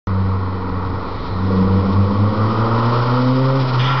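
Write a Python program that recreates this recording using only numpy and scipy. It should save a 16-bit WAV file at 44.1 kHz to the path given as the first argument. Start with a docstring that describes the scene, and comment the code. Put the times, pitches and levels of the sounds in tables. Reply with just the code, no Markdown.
"""A four-cylinder car holds its revs far off on a paved lot at night, then pulls hard toward the
microphone and past. The exhaust note beats against its own echo from the buildings; mechanical roar
and tyre hiss grow as the car nears. Close by, the throttle lifts with three short chuffs, then the
intake dumps its air with a hiss and a brief whistle. The lot's faint hiss lies under it all."""
import sys
import numpy as np
from scipy import signal
from scipy.fft import rfft, irfft
from scipy.io import wavfile

SR = 44100
rng = np.random.default_rng(int(sys.argv[2]) if len(sys.argv) > 2 else 0)


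def persist_wave(psi):
    """Save psi, clipped to +-1, as 16-bit WAV."""
    counts = np.round(np.clip(psi, -1, 1) * 32767).astype(np.int16)
    wavfile.write(sys.argv[1], SR, np.atleast_2d(counts).T)


N = 176400
T = np.arange(N) / SR

# The lot's steady hiss. Each row: frequency in Hz, relative level in dB.
LOT_COLOUR = [(1680, -9.5), (1900, 0), (2100, -8.5), (2400, -7), (2780, -22), (3050, -15), (3500, -17.5),
              (4100, -9.5), (5100, -22.5), (6000, -43.5)]
# A far hiss just before the throttle opens. Each row: frequency in Hz, relative level in dB.
SWELL_COLOUR = [(1000, -28), (1900, -1), (3000, -18.5), (3750, -1.5), (4300, -4), (5200, -31)]

# Exhaust rush, tyre and intake hiss, low rumble, engine roar. Each row: time in seconds, level in dB.
RUSH_LEVEL = [(0.07, -33), (.6, -34), (.8, -31.5), (1.3, -30.5), (1.55, -28), (2.0, -27.5), (2.4, -27),
              (3.0, -30), (3.5, -35), (3.72, -27), (4.0, -30)]
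HISS_LEVEL = [(.7, -50.5), (1.0, -49), (1.25, -45.5), (1.4, -47.5), (1.52, -42), (1.7, -44), (2.25, -43),
              (2.6, -39), (2.9, -37), (3.17, -35), (3.35, -37.5), (3.72, -38), (3.85, -34.5), (4.0, -40)]
RUMBLE_LEVEL = [(0.07, -33), (.6, -36.5), (.85, -30), (1.0, -37.5), (1.15, -33.5), (1.7, -33), (2.4, -39),
                (2.8, -36), (3.5, -46), (4.0, -38)]
ROAR_LEVEL = [(0.07, -30), (1.4, -30.8), (1.52, -28.6), (1.7, -30), (2.1, -29.2), (2.42, -27.4),
              (2.58, -24.8), (2.73, -22.8), (2.98, -22.1), (3.16, -22.8), (3.33, -27), (3.48, -25.4),
              (3.68, -26), (3.74, -22.6), (3.79, -25.5), (3.95, -21), (4.0, -22.2)]
# The spectra of those four. Each row: frequency in Hz, relative level in dB.
RUSH_COLOUR = [(50, -22), (90, -2), (125, -1), (165, -2.5), (260, 1.5), (320, -3), (400, -4.5), (470, 0),
               (580, -8), (700, -10), (1000, -13), (2000, -54.5)]
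HISS_COLOUR = [(900, -11.5), (1700, -5.5), (2400, 1), (2780, -3.5), (3050, 2.5), (3550, -0.5), (4150, 0),
               (4700, -1), (5100, 0.5), (5550, -8), (6300, -36)]
RUMBLE_COLOUR = [(20, -18), (41, 2.5), (54, -7.5), (72, -6.5), (150, -31.5), (500, -68.5)]
ROAR_COLOUR = [(500, -20.5), (700, -14.5), (830, -4), (940, 1), (1120, 1), (1210, -2.5), (1330, -2),
               (1450, -7), (1600, -19), (1750, -22.5), (1900, -13.5), (2100, -23), (2400, -27.5),
               (2750, -35.5), (6000, -58.5)]

# Puffs as the throttle shuts. Each row: start in seconds, length in seconds, peak level in dB.
CHUFFS = [(3.587, 0.054, -34), (3.665, 0.052, -33.5), (3.725, 0.046, -33)]
# The dumped air and the valve's sharp rasp. Each row: frequency in Hz, relative level in dB.
DUMP_COLOUR = [(800, -6), (1400, -3.5), (1900, 7.5), (2150, 1), (2420, 7), (2620, -10), (3950, -25),
               (5000, -3), (6000, -34)]
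VALVE_COLOUR = [(2600, -18), (2820, 0), (3100, -1), (3650, -4), (4000, -25.5)]
# Whistle of the dumped air. Each row: time in seconds, pitch in Hz, level in dB.
WHISTLE = [(3.8, 1312, -42.5), (3.87, 1359, -29), (3.92, 1374, -24), (4.0, 1357, -35.5)]

# Echo off the buildings. Each row: time in seconds, strength against the direct firing note.
ECHO_STRENGTH = [(1.25, 0.017), (1.6, 0.18), (1.88, 1.665), (2.3, 1.3), (2.52, .45), (2.8, .22),
                 (3.5, 0.11), (3.7, 0.15)]
# Each entry: a time in seconds when the echo opposes the firing note.
BEAT_DIPS = [1.2, 1.62, 1.885, 2.12, 2.35, 2.525, 2.685, 2.81, 2.93, 3.06, 3.2, 3.38, 3.55, 3.69, 3.9]

# Geared whine, exhaust rasp, off-throttle stumble. Each row: time in seconds, level in dB.
WHINE_LEVEL = [(1.2, -54.5), (2.0, -32.5), (2.55, -31), (3.05, -34), (3.3, -41)]
RASP_LEVEL = [(0.07, -33), (.8, -33), (1.33, -40), (1.52, -23), (1.9, -28.5), (2.25, -27), (2.6, -25.5),
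              (3.0, -24), (3.25, -28.5), (3.56, -29), (3.72, -29), (4.0, -45)]
STUMBLE_LEVEL = [(.6, -42), (.8, -30.5), (1.0, -31.5), (1.32, -30), (1.5, -46)]
# Rasp partials; quarter steps come from unequal cylinders.
# Each row: multiple of the firing rate, relative level in dB.
RASP_ORDERS = [(1.75, -6.5), (2.25, -14.5), (2.75, -3), (3, 0), (3.5, -7.5), (3.75, -3), (4, -5.5),
               (4.5, -6), (4.75, -5), (5, 0), (5.25, -10.5), (6, -7.5)]
# The rasp is ragged far off, firmer close by. Each row: time in seconds, roughness from 0 to 1.
RASP_ROUGHNESS = [(1.9, .5), (2.5, .33), (3.2, .22)]
# Resonances of the exhaust pipe. Each row: frequency in Hz, gain in dB.
PIPE_COLOUR = [(160, -0.5), (275, 4.5), (335, -4.5), (395, -2.5), (465, 3), (540, 2.5), (650, -2)]
# The note's hard edge. Each row: time in seconds, third harmonic in dB, fourth harmonic in dB.
SNARL_LEVELS = [(1.9, -48, -52), (2.35, -32, -35), (2.6, -29, -31), (3.0, -30, -29), (3.14, -32.5, -25.5),
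                (3.26, -42, -25), (3.4, -26.5, -26), (3.56, -28, -24.5), (3.74, -39, -40)]
# The firing note and its octave. Each row: time in seconds, level in dB.
NOTE_LEVEL = [(0.07, -20), (.17, -16.7), (.38, -18.7), (.64, -27), (.78, -23.3), (.95, -23), (1.03, -33),
              (1.22, -35), (1.45, -19), (1.75, -17.7), (2.0, -16), (2.25, -16.8), (2.55, -19),
              (2.85, -17.7), (3.25, -18.3), (3.5, -16), (3.68, -18), (3.8, -16), (4.0, -17.7)]
OCTAVE_LEVEL = [(0.07, -26), (.18, -23), (.45, -33), (.8, -29.5), (1.2, -42), (1.45, -23), (1.58, -15.3),
                (1.75, -18.5), (2.25, -22), (2.5, -25.5), (2.88, -23), (3.01, -33), (3.13, -21.5),
                (3.27, -17.5), (3.38, -19), (3.48, -27), (3.58, -23), (3.75, -34), (4.0, -40)]
# The revs. Each row: time in seconds, firing rate in Hz.
FIRING_RATE = [(.35, 94.48), (.8, 92.53), (1.0, 93.5), (1.25, 88.77), (1.47, 95.95), (1.62, 94.8),
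               (1.75, 96.15), (2.0, 99.83), (2.25, 104.3), (2.5, 110.2), (2.75, 115.2), (3.0, 121.9),
               (3.25, 126.6), (3.58, 135.1), (3.7, 126.4), (3.79, 125.3), (3.9, 132.9), (4.0, 130.2)]


def amp(db):
    """Decibels to gain."""
    return 10 ** (np.asarray(db) / 20)


def unit(x):
    """Scales to rms 1."""
    return x / np.sqrt(np.mean(abs(x) ** 2) + 1e-20)


def curve(rows, column=1):
    """One column of a time table, at every sample."""
    rows = np.array(rows)
    return np.interp(T, rows[:, 0], rows[:, column])


def colour(points, hz):
    """Gain of a spectrum table at hz."""
    f, db = np.transpose(points)
    return amp(np.interp(np.log(hz + 1), np.log(f + 1), db))


def drift(rate_hz):
    """A smooth random wander of rms 1, moving at up to about rate_hz."""
    f = np.fft.rfftfreq(N, 1 / SR)
    return unit(irfft(rfft(rng.standard_normal(N)) * np.exp(-(f / rate_hz) ** 2), N))


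def noise(points):
    """Coloured noise of rms 1."""
    f = np.fft.rfftfreq(N, 1 / SR)
    return unit(irfft(rfft(rng.standard_normal(N)) * colour(points, f), N))


def frayed(angle, roughness, waver_hz):
    """A partial of rms 1 whose level and phase wander; the rougher, the more it breaks up."""
    wander = 1 + roughness * (drift(waver_hz) + 1j * drift(waver_hz))
    return unit((wander * np.exp(1j * angle)).real)


def background(lot_db=-44.5, swell_db=-45, peak_s=1.22, width_s=.24):
    """The lot's steady hiss, and one narrow swell of hiss from the distant car."""
    swell = amp(swell_db) * np.exp(-((T - peak_s) / width_s) ** 2)
    return amp(lot_db) * noise(LOT_COLOUR) + swell * noise(SWELL_COLOUR)


def building_echo(direct, delay_s=.3):
    """The buildings return a sound late, and so lower in pitch while the revs climb."""
    strength = .6 * np.sqrt(curve(ECHO_STRENGTH))
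    returned = np.interp(T - delay_s, T, direct)
    return (direct + strength * returned) / np.hypot(1, strength)


def airflow(angle, throb=.24, flutter_db=1.2):
    """Exhaust gas rushes in pulses with the firing, amid tyre and intake hiss and a low rumble."""
    rush = amp(curve(RUSH_LEVEL)) * noise(RUSH_COLOUR) * (1 - throb * np.cos(angle))
    hiss = amp(curve(HISS_LEVEL) + flutter_db * drift(37)) * noise(HISS_COLOUR)
    rumble = amp(curve(RUMBLE_LEVEL)) * noise(RUMBLE_COLOUR)
    return rush + hiss + rumble


def air_dump(start_s=3.787, rise_s=.0088, hold_s=.054, surge_s=.0615, wobble_hz=14):
    """Close by, the intake vents with a hiss and a fuzzy whistle; the valve's rasp surges, dying first."""
    age = T - start_s
    opening = np.clip(age / rise_s, 0, 1) * amp(-.1 * drift(35))
    fading_s = np.maximum(age - hold_s, 0)
    air = amp(-29 - 15 * fading_s) * noise(DUMP_COLOUR)
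    surge = 1 + .16 * np.sin(2 * np.pi * age / surge_s)
    valve = amp(-27 - 57 * fading_s) * surge * noise(VALVE_COLOUR)
    cycles = np.cumsum(curve(WHISTLE) + wobble_hz * drift(73)) / SR
    whistle = (age > 0) * amp(curve(WHISTLE, column=2)) * np.sqrt(2) * np.sin(2 * np.pi * cycles)
    return opening * (air + valve) + whistle


def chuffs():
    """Three short puffs of air as the throttle shuts."""
    puffs = sum(amp(db) * np.sin(np.pi * np.clip((T - start) / length, 0, 1))
                for start, length, db in CHUFFS)
    return puffs * noise(HISS_COLOUR)


def whine(angle, order=11.06):
    """A broken whine geared to the engine, with its echo."""
    tone = frayed(order * angle, roughness=.6, waver_hz=18)
    return building_echo(amp(curve(WHINE_LEVEL)) * tone)


def roar(firing_hz, angle, cyclic_share=.27, throb=.2, flutter_db=.84):
    """Engine-bay clatter: part repeats every engine cycle, part is turbulence throbbing with the firing."""
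    partials = np.zeros(N)
    for order in np.arange(6.5, 16, .25):
        phase = order * angle + 2 * np.pi * rng.random() + .94 * drift(8.1)
        partials += colour(ROAR_COLOUR, order * firing_hz) * np.cos(phase)
    turbulence = noise(ROAR_COLOUR) * (1 + throb * np.cos(angle))
    clatter = np.sqrt(cyclic_share) * unit(partials) + np.sqrt(1 - cyclic_share) * turbulence
    return amp(curve(ROAR_LEVEL) + flutter_db * drift(22)) * clatter


def rasp(firing_hz, angle):
    """Higher engine orders sweep raggedly through the pipe's resonances and echo across the lot."""
    partials = np.zeros(N)
    for order, db in RASP_ORDERS:
        partial = frayed(order * angle + 2 * np.pi * rng.random(), curve(RASP_ROUGHNESS), waver_hz=9)
        partials += amp(db) * colour(PIPE_COLOUR, order * firing_hz) * partial
    return amp(curve(RASP_LEVEL)) * unit(building_echo(partials))


def snarl(angle, roughness=.17, waver_hz=18):
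    """Two rough harmonics harden the exhaust note as the car nears the microphone."""
    third = amp(curve(SNARL_LEVELS)) * frayed(3 * angle - np.pi / 2, roughness, waver_hz)
    fourth = -amp(curve(SNARL_LEVELS, column=2)) * frayed(4 * angle, roughness, waver_hz)
    return third + fourth


def stumble(angle, spread_hz=45):
    """Off the throttle the firings come unevenly, smearing the note into a rumble."""
    smeared = drift(spread_hz) * np.cos(angle) + drift(spread_hz) * np.sin(angle)
    return amp(curve(STUMBLE_LEVEL)) * smeared


def exhaust(angle, burble_db=.35, octave_burble_db=.75):
    """The firing note and its octave burble, and beat against the echo of earlier, lower revs."""
    # The echo slips one whole cycle behind from each dip to the next.
    lag = 2 * np.pi * (np.interp(T, BEAT_DIPS, np.arange(len(BEAT_DIPS))) + .5)
    echo = curve(ECHO_STRENGTH)
    octave_echo = .43 * np.sqrt(echo)
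    note = (np.cos(angle) + echo * np.cos(angle - lag)) / np.hypot(1, echo)
    octave = -(np.cos(2 * angle) + octave_echo * np.cos(2 * (angle - lag))) / np.hypot(1, octave_echo)
    burble = drift(30)
    note *= amp(curve(NOTE_LEVEL) + burble_db * burble)
    octave *= amp(curve(OCTAVE_LEVEL) + octave_burble_db * burble)
    return np.sqrt(2) * (note + octave)


def scene():
    """The car from one spot on the lot, in mono; all engine sounds follow one crankshaft."""
    firing_hz = curve(FIRING_RATE) * (1 + .003 * drift(18))
    angle = 2 * np.pi * np.cumsum(firing_hz) / SR  # one turn per firing
    tailpipe = exhaust(angle) + stumble(angle) + rasp(firing_hz, angle) + snarl(angle)
    engine_bay = whine(angle) + roar(firing_hz, angle)
    return (tailpipe + engine_bay + airflow(angle) + air_dump() + chuffs() + background())[None]


def record(dry, ceiling=.56, dc_offset=.03, switch_on_s=.072, cutoff_hz=6200):
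    """A small camera's microphone comes on a moment in: slight offset, rounded peaks, no high treble."""
    rounded = dry / (1 + (dry / ceiling) ** 6) ** (1 / 6)
    live = (rounded + dc_offset) * (T >= switch_on_s)
    lowpass = signal.firwin(511, cutoff_hz, window=("kaiser", 9), fs=SR)
    return signal.oaconvolve(live, lowpass[None], "same")


dry = scene()
out = record(dry)
persist_wave(out)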